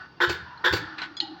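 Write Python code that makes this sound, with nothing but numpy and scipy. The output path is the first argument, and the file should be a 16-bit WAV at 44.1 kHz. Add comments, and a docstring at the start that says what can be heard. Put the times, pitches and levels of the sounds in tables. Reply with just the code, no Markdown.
"""A small workshop, one microphone at the front of the bench. A hand-pumped injector tester is worked twice.
On each stroke the nozzle needle chatters, a quick run of pops that rings the steel pipe; then the
lever clacks on its stop and the bench thuds. The hand moves on: loose metal knocks, clinks and
snaps, and a low ring hangs over the quiet room."""
import sys
import numpy as np
from scipy import signal
from scipy.fft import rfft, irfft, next_fast_len
from scipy.io import wavfile
from scipy.ndimage import uniform_filter1d, minimum_filter1d

SR = 44100
rng = np.random.default_rng(int(sys.argv[2]) if len(sys.argv) > 2 else 0)


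def unload_audio(sound):
    """Save the sound as a 16-bit wav file, at the path given as the first command line argument."""
    columns = np.transpose(np.atleast_2d(sound))
    # keep every value between -1 and 1, then stretch to whole-number steps
    steps = np.round(np.clip(columns, -1, 1) * 32767)
    wavfile.write(sys.argv[1], SR, steps.astype(np.int16))


N = 61739

# spectra of the fuel pops and of their hiss: f/Hz, level/dB
POP_COLOUR = [(100, -43.5), (240, -31.5), (350, -8), (500, -7), (650, -18), (800, -16), (1000, -5),
              (1200, -8.5), (1500, 1), (1780, 1), (2000, -11), (2600, -23), (3400, -22.5), (5000, -32),
              (9000, -58), (16000, -58)]
HISS_COLOUR = [(300, -21), (2500, -11.5), (3200, 0), (3600, 7), (4100, -7), (5500, -12), (6500, -26),
               (7300, -20), (8300, -45.5), (10500, -47.5), (12500, -26.5), (16000, -35.5)]
# modes of the pipe and nozzle holder, and of the needle leaving its seat: f/Hz, level/dB, t60/s
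PIPE_MODES = [(354.6, -8.5, 0.24), (498, -16, 0.37), (876.4, -16.5, 0.3), (1011, -19, 0.2),
              (1078, -12, 0.2), (1326, -12, .25), (1490, -5.5, .52), (1637, -16, 0.72), (1702, -7.5, 0.35),
              (1760, -19, 0.73), (3162, -14.5, 0.069), (3506, -15, .11)]
CRACK_MODES = [(886, -4.5, 0.095), (1007.3, -1, 0.085)]
def spray(start, swell_s, length_s, db, pops_per_s, crack_db, hiss_rise_s):
    """The needle chatters unevenly: each pop is a puff of fuel, the hiss builds, the pipe rings up."""
    pop_rise_s, pop_decay_s, jitter_s, scatter_db = 0.00095, 0.0021, 0.00076, 1
    sag_db_per_s, hiss_sag_db_per_s = 48.5, 67  # the hiss thins as the pressure falls
    puffs, t = np.zeros(N), since(start)
    for k, (late, size) in enumerate(rng.standard_normal((16, 2))):
        age = since(start + k / pops_per_s + jitter_s * late * (k > 0))
        gain = amp(scatter_db * size) * np.clip(length_s * pops_per_s - k, 0, 1)
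        puffs += gain * np.exp(-age / pop_decay_s) * (1 - np.exp(-age / pop_rise_s))
    flow = puffs * ramp(start, swell_s) * amp(-sag_db_per_s * t)
    flow /= np.sqrt(np.sum(flow ** 2) / (length_s * SR))
    pops = coloured(flow * noise(), POP_COLOUR)
    hiss_flow = flow * ramp(start, hiss_rise_s) ** 2 * amp(-hiss_sag_db_per_s * t)
    hiss = coloured(hiss_flow * noise(), HISS_COLOUR)
    ring_out = since(start + 0.7 * length_s)
    pipe = sum(amp(mode_db) * fade(ring_out, t60) * wavering(hz, width_hz=30, depth=0.26)
               for hz, mode_db, t60 in PIPE_MODES)
    pipe *= ramp(start, swell_s + 0.015)
    crack = amp(crack_db) * ring(CRACK_MODES, start, rise_s=0.0036)
    return crack + amp(db) * (pops + amp(-5) * hiss + amp(-4) * pipe)


# pump strokes: t/s, swell/s, length/s, level/dB, pop rate/Hz, crack level/dB, hiss rise/s
SPRAYS = [(0.2017, 0.002, 0.0506, -21, 265, -18, 0.019), (0.6388, 0.0069, 0.049, -20.5, 215, -27.5, 0.0096)]
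def nozzle():
    """Both sprays reach the microphone with the workshop sounding behind them."""
    return sum(in_room(spray(*stroke), wet_db=-7.5) for stroke in SPRAYS)


# sizzles at the nozzle: t/s, level/dB, hold/s
SPITS = [(0.296, -52, 0.032), (0.718, -46, 0.048)]
# their spectrum: f/Hz, level/dB
SPIT_COLOUR = [(7000, -31.5), (9500, -0.5), (10500, -27), (12300, -3.5), (15500, 3.5)]
def spit():
    """A fine, clumpy sizzle follows each spray as the last fuel leaves the nozzle."""
    flow = sum(amp(db) * ramp(s, 0.01) * fade(since(s + hold), t60=0.13) for s, db, hold in SPITS)
    clumps = unit(noise() * amp(2.5 * drift(rate_hz=370)))
    return coloured(flow * clumps, SPIT_COLOUR)


# blows of the lever on its stop: t/s, level/dB, t60/s
CLACKS = [(.289, -31, 0.13), (0.2953, -21, 0.066), (.307, -33, 0.2), (0.321, -35.5, 0.17),
          (0.725, -22.5, 0.062), (.735, -16.5, 0.047), (.749, -30, 0.18), (0.766, -29, 0.12)]
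# spectrum of the contact: f/Hz, level/dB
CLACK_COLOUR = [(230, -17.5), (340, 3.5), (480, -1), (660, -11), (830, 0.5), (1000, -3.5), (2200, -3),
                (3300, -9.5), (4500, -3.5), (5100, -11.5), (7500, -25.5), (8500, -34.5), (10500, -54),
                (12500, -39.5), (16000, -32)]
# modes of the lever: f/Hz, level/dB, t60/s
LEVER_MODES = [(343.9, -6, 0.13), (398, -12, 0.21), (501.2, -17, 0.21), (3630, -29.5, 0.42),
               (4594, -10.5, 0.13), (7294, -21.5, 0.087)]
def lever():
    """With the pressure gone the lever hits its stop and rattles; hard blows ring it far more."""
    hard_db, ring_growth = -18.5, 1.43
    contacts = sum(amp(db) * rattle(s, t60, rise_s=0.0013) for s, db, t60 in CLACKS)
    ringing = sum(amp(hard_db + ring_growth * (db - hard_db)) * ring(LEVER_MODES, s, rise_s=0.0011)
                  for s, db, _ in CLACKS)
    return in_room(coloured(contacts, CLACK_COLOUR) + ringing, wet_db=-12)


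# thuds of the bench: t/s, level/dB, rise/s
THUDS = [(.266, -38, .022), (0.391, -49.5, 0.015), (0.699, -36.5, 0.037), (.79, -49.5, 0.0164)]
# their spectrum: f/Hz, level/dB
THUD_COLOUR = [(25, -40.5), (50, -11.5), (82, 3.5), (105, 1), (150, -1), (190, -5.5), (260, -39.5),
               (600, -66)]
# modes of the bench: f/Hz, level/dB, t60/s
BENCH_MODES = [(82.7, -3, 0.67), (150, -11, 0.46)]
def bench():
    """Close to the microphone, each stroke shakes the bench, which rocks back once."""
    hold_s = 0.056
    shake = sum(amp(db) * ramp(s, rise) * fade(since(s + hold_s), t60=0.18) for s, db, rise in THUDS)
    rumble = shake * unit(coloured(noise(), THUD_COLOUR))
    return rumble + sum(amp(db) * ring(BENCH_MODES, s, rise) for s, db, rise in THUDS)


# knocks of loose metal: t/s, level/dB, t60/s
KNOCKS = [(.981, -32, 0.11), (.986, -32.5, 0.19), (1.017, -23.5, 0.056), (1.024, -35, 0.086),
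          (1.032, -30.5, 0.11), (1.048, -39, 0.12)]
# spectrum of metal touching metal: f/Hz, level/dB
CONTACT_COLOUR = [(100, -17), (330, -10.5), (550, -20), (1000, 0.5), (1500, 2), (2200, 0), (3000, -6.5),
                  (4100, -4), (5000, -17.5), (7300, -34), (10000, -63), (16000, -57.5)]
# modes of the knocked part: f/Hz, level/dB, t60/s
KNOCK_MODES = [(1500, -8, 0.15), (4100, -7, .053)]
def knocks():
    """A faint tick between the strokes; later, loose metal scrapes and knocks."""
    contacts = coloured(sum(amp(db) * rattle(s, t60) for s, db, t60 in KNOCKS), CONTACT_COLOUR)
    ringing = sum(amp(db) * ring(KNOCK_MODES, s) for s, db, _ in KNOCKS)
    tick = ring([(4090, -48, 0.074), (4300, -45, 0.05)], start=0.576)
    return in_room(contacts + ringing + tick, wet_db=-18.5)


# modes of a small loose part: f/Hz, level/dB, t60/s
CLINK_MODES = [(2240, -50.5, 0.16), (3388, -30.5, 0.15), (4150, -30, 0.051), (4910, -35.5, 0.22),
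               (6700, -41, 0.06)]
def clink():
    """A small metal part is struck and damped at once."""
    start, free_s = 1.1678, 0.022
    ringing = rough_ring(CLINK_MODES, start, depth=0.3, rate_hz=350, rise_s=0.00083)
    damping = fade(since(start + free_s), t60=0.023)
    contact = amp(-42.5) * coloured(rattle(start, t60=0.039), CONTACT_COLOUR)
    return in_room(ringing * damping + contact, wet_db=-12.5)


# modes of the snapping steel: f/Hz, level/dB, t60/s
SNAP_MODES = [(842, -33.5, 0.17), (1923, -45, 0.27), (2910, -40.5, 0.35), (3130, -38, 0.24),
              (3768, -41.5, .33), (4387, -43, 0.18), (5000, -48, 0.31), (6940, -50.5, 0.17)]
# spectrum of its contact: f/Hz, level/dB
SNAP_COLOUR = [(500, -36), (2500, -13.5), (3100, 0), (3500, -2), (4350, -2), (4700, -8.5),
               (7000, -30.5), (9000, -63)]
def snap():
    """One sharp steel click that bounces once and leaves a short, rough ring."""
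    start, bounce_s, width_s, click_hz = 1.2036, 0.0035, 0.00094, 4164
    t = since(0) - start
    first, bounce = [np.exp(-(age / width_s) ** 2) * np.sin(2 * np.pi * click_hz * age)
                     for age in (t, t - bounce_s)]
    click = amp(-11) * (first + amp(-16.5) * bounce)
    contact = amp(-22) * coloured(rattle(start - 0.002, t60=0.042), SNAP_COLOUR)
    strike = in_room(click + contact, wet_db=-13)
    return strike + rough_ring(SNAP_MODES, start, depth=0.6, rate_hz=110, rise_s=0.0006)


# a faint resonance that sinks in pitch: t/s, level/dB, f/Hz
UPPER_RING = [(.38, -82, 970), (.46, -47, 986), (0.621, -49, 949.5), (0.901, -52.5, 878.4),
              (1.179, -71, 855), (1.239, -45, 823), (1.4, -52.5, 797)]
# swells of the low ring: t/s, level/dB
LOW_RING = [(0, -66.5), (.7, -80), (.82, -45), (.92, -55), (1.0, -51), (1.13, -48.5), (1.17, -69),
            (1.225, -40), (1.27, -47), (1.32, -43), (1.4, -54)]
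def lingering_rings():
    """Two rough tones hang over the room, the upper sinking, the lower swelling late."""
    times, db, hz = np.transpose(UPPER_RING)
    sinking_hz = np.interp(since(0), times, hz)
    upper = amp(np.interp(since(0), times, db)) * wavering(sinking_hz, width_hz=150, depth=3.1)
    low = level(LOW_RING) * wavering(313.5, width_hz=77, depth=1.67)
    return upper + low


# swells of the middle band: t/s, level/dB
MID_SWELLS = [(0, -45.5), (.06, -50), (.11, -70), (.19, -57), (.44, -49.5), (.6, -50.5), (.85, -43),
              (.95, -45), (1.15, -52), (1.28, -55), (1.4, -52.5)]
# spectra of that band and of the quiet workshop: f/Hz, level/dB
MID_COLOUR = [(400, -29), (800, -6.5), (980, -11), (1120, -5), (1350, 0), (1490, 3), (1600, -8.5),
              (1780, -1.5), (2100, -18.5), (4500, -19), (6000, -32), (9000, -69.5)]
FLOOR_COLOUR = [(20, -26.5), (45, -20), (80, -8), (160, -1.5), (230, -9.5), (320, -7), (550, -17),
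                (900, -10.5), (2300, -24), (4500, -25.5), (6000, -36.5), (8000, -58), (10500, -62),
                (13000, -54.5), (16000, -55)]
# faint steady rings of steel: f/Hz, level/dB
STEEL_TONES = [(2778, -70.5), (4650, -69.5), (5367, -77.5)]
# steel still ringing at the start: f/Hz, level/dB, t60/s
FADING_MODES = [(1490, -37.5, 0.35), (1710, -49.5, 0.4), (2800, -59, 0.27), (4620, -57.5, 0.42)]
def room_tone():
    """Behind the bench work: a swelling middle band, a soft noise floor and faintly ringing steel."""
    mids = level(MID_SWELLS) * unit(coloured(noise(), MID_COLOUR))
    steel = sum(amp(db) * wavering(hz, width_hz=40, depth=1.8) for hz, db in STEEL_TONES)
    floor = amp(-54.5) * unit(coloured(noise(), FLOOR_COLOUR))
    return mids + steel + floor + ring(FADING_MODES, 0, rise_s=0.0022)


# decay of the workshop: f/Hz, t60/s
ROOM_DECAY = [(100, 0.48), (400, 0.29), (1500, 0.58), (4200, 0.49), (7000, 0.23), (13000, 0.13)]
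# strength of the wall reflections: f/Hz, level/dB
WALL_COLOUR = [(300, 1.5), (1500, -0.5), (2500, 0), (4000, -0.5), (7000, 5), (13000, 4.5)]
def in_room(direct, wet_db):
    """What reaches the microphone: the direct sound, then the nearby walls and ringing tools."""
    delay_samples = 130
    hz, t, spectrum = signal.stft(rng.standard_normal(SR), SR, nperseg=256)
    t60 = along(ROOM_DECAY, hz)[:, None]
    strength = amp(along(WALL_COLOUR, hz))[:, None]
    tail = signal.istft(spectrum * strength * fade(t, t60) / np.sqrt(t60), SR, nperseg=256)[1]
    tail = np.pad(tail, (delay_samples, 0)) * np.sqrt(2 * np.log(1000) / SR)
    walls = signal.fftconvolve(direct, tail)[:N]
    tools = amp(-11) * signal.fftconvolve(direct, tool_response())[:N]
    return direct + amp(wet_db) * (walls + tools)


def tool_response(count=34, low_hz=1905, high_hz=5390):
    """Tools on the bench ring in sympathy: many thin steel modes that die together, unit energy."""
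    t = np.arange(SR // 2) / SR
    place, size, phase = rng.random((3, count, 1))
    hz = low_hz + (high_hz - low_hz) * (np.arange(count)[:, None] + place) / count
    modes = np.sum((0.5 + size) * np.sin(2 * np.pi * (hz * t + phase)), axis=0)
    response = modes * fade(t, t60=0.5) * np.minimum(t / 0.0055, 1)
    return response / np.linalg.norm(response)


def ring(modes, start, rise_s=0.00055):
    """Decaying modes set off by one blow."""
    t = since(start)
    tones = sum(amp(db) * fade(t, t60) * np.sin(2 * np.pi * (hz * t + rng.random()))
                for hz, db, t60 in modes)
    return (1 - np.exp(-t / rise_s)) * tones


def rough_ring(modes, start, depth, rate_hz, rise_s):
    """Modes of a loose part, each shaken on its own as it rings."""
    shaken = sum(ring([mode], start, rise_s) * (1 + depth * drift(rate_hz)) for mode in modes)
    return shaken / np.sqrt(1 + depth ** 2)


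def rattle(start, t60, rise_s=0.00058):
    """The dense, quickly dying vibration of one contact."""
    t = since(start)
    return noise() * fade(t, t60) * (1 - np.exp(-t / rise_s))


def wavering(hz, width_hz, depth):
    """A ringing tone of rms 1 that wavers in level and phase."""
    phase = 2 * np.pi * (np.cumsum(hz * np.ones(N)) / SR + rng.random())
    return unit((1 + depth * drift(width_hz)) * np.cos(phase) + depth * drift(width_hz) * np.sin(phase))


def coloured(x, colour):
    """x through a causal filter of unit energy with these (f/Hz, level/dB) points."""
    size = 2 * next_fast_len(N)
    gain = unit(amp(along(colour, np.fft.rfftfreq(size, 1 / SR))))
    cepstrum = irfft(np.log(gain))
    fold = np.r_[1, np.full(size // 2 - 1, 2), 1, np.zeros(size // 2 - 1)]  # to minimum phase
    return irfft(rfft(x, size) * np.exp(rfft(cepstrum * fold)))[:N]


def noise():
    """White noise of rms 1."""
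    return rng.standard_normal(N)


def drift(rate_hz):
    """A random curve with rate_hz knots a second."""
    return np.interp(since(0) * rate_hz, np.arange(600), rng.standard_normal(600))


def amp(db):
    """Decibels to gain."""
    return 10 ** (np.asarray(db) / 20)


def unit(x):
    """x at rms 1."""
    return x / np.sqrt(np.mean(x ** 2) + 1e-20)


def along(points, hz):
    """(f/Hz, value) points read on a log axis."""
    freqs, values = np.transpose(points)
    return np.interp(np.log(hz + 1), np.log(freqs + 1), values)


def since(start):
    """Seconds since start, zero before it."""
    return np.maximum(np.arange(N) / SR - start, 0)


def ramp(start, rise_s):
    """A straight rise from 0 to 1, then held."""
    return np.minimum(since(start) / rise_s, 1)


def fade(t, t60):
    """Decay by 60 dB in t60."""
    return np.exp(-np.log(1000) * t / t60)


def level(points):
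    """(t/s, level/dB) points as one gain per sample."""
    return amp(np.interp(since(0), *np.transpose(points)))


def scene():
    """Everything in mono, from the front of the bench."""
    tester = nozzle() + spit() + lever() + bench()
    loose_metal = knocks() + clink() + snap()
    return (tester + loose_metal + lingering_rings() + room_tone())[None]


def record(dry):
    """After the microphone a fast limiter holds the peaks, and the top of the treble is cut off."""
    ceiling, window_samples, top_hz = 0.34, 133, 16050
    needed_gain = np.minimum(1, ceiling / (np.abs(dry) + 1e-9))
    gain = uniform_filter1d(minimum_filter1d(needed_gain, window_samples), window_samples)
    size = next_fast_len(N + SR // 2)
    passband = np.fft.rfftfreq(size, 1 / SR) < top_hz
    return irfft(rfft(dry * gain, size) * passband, size)[..., :N]


dry = scene()
out = record(dry)
unload_audio(out)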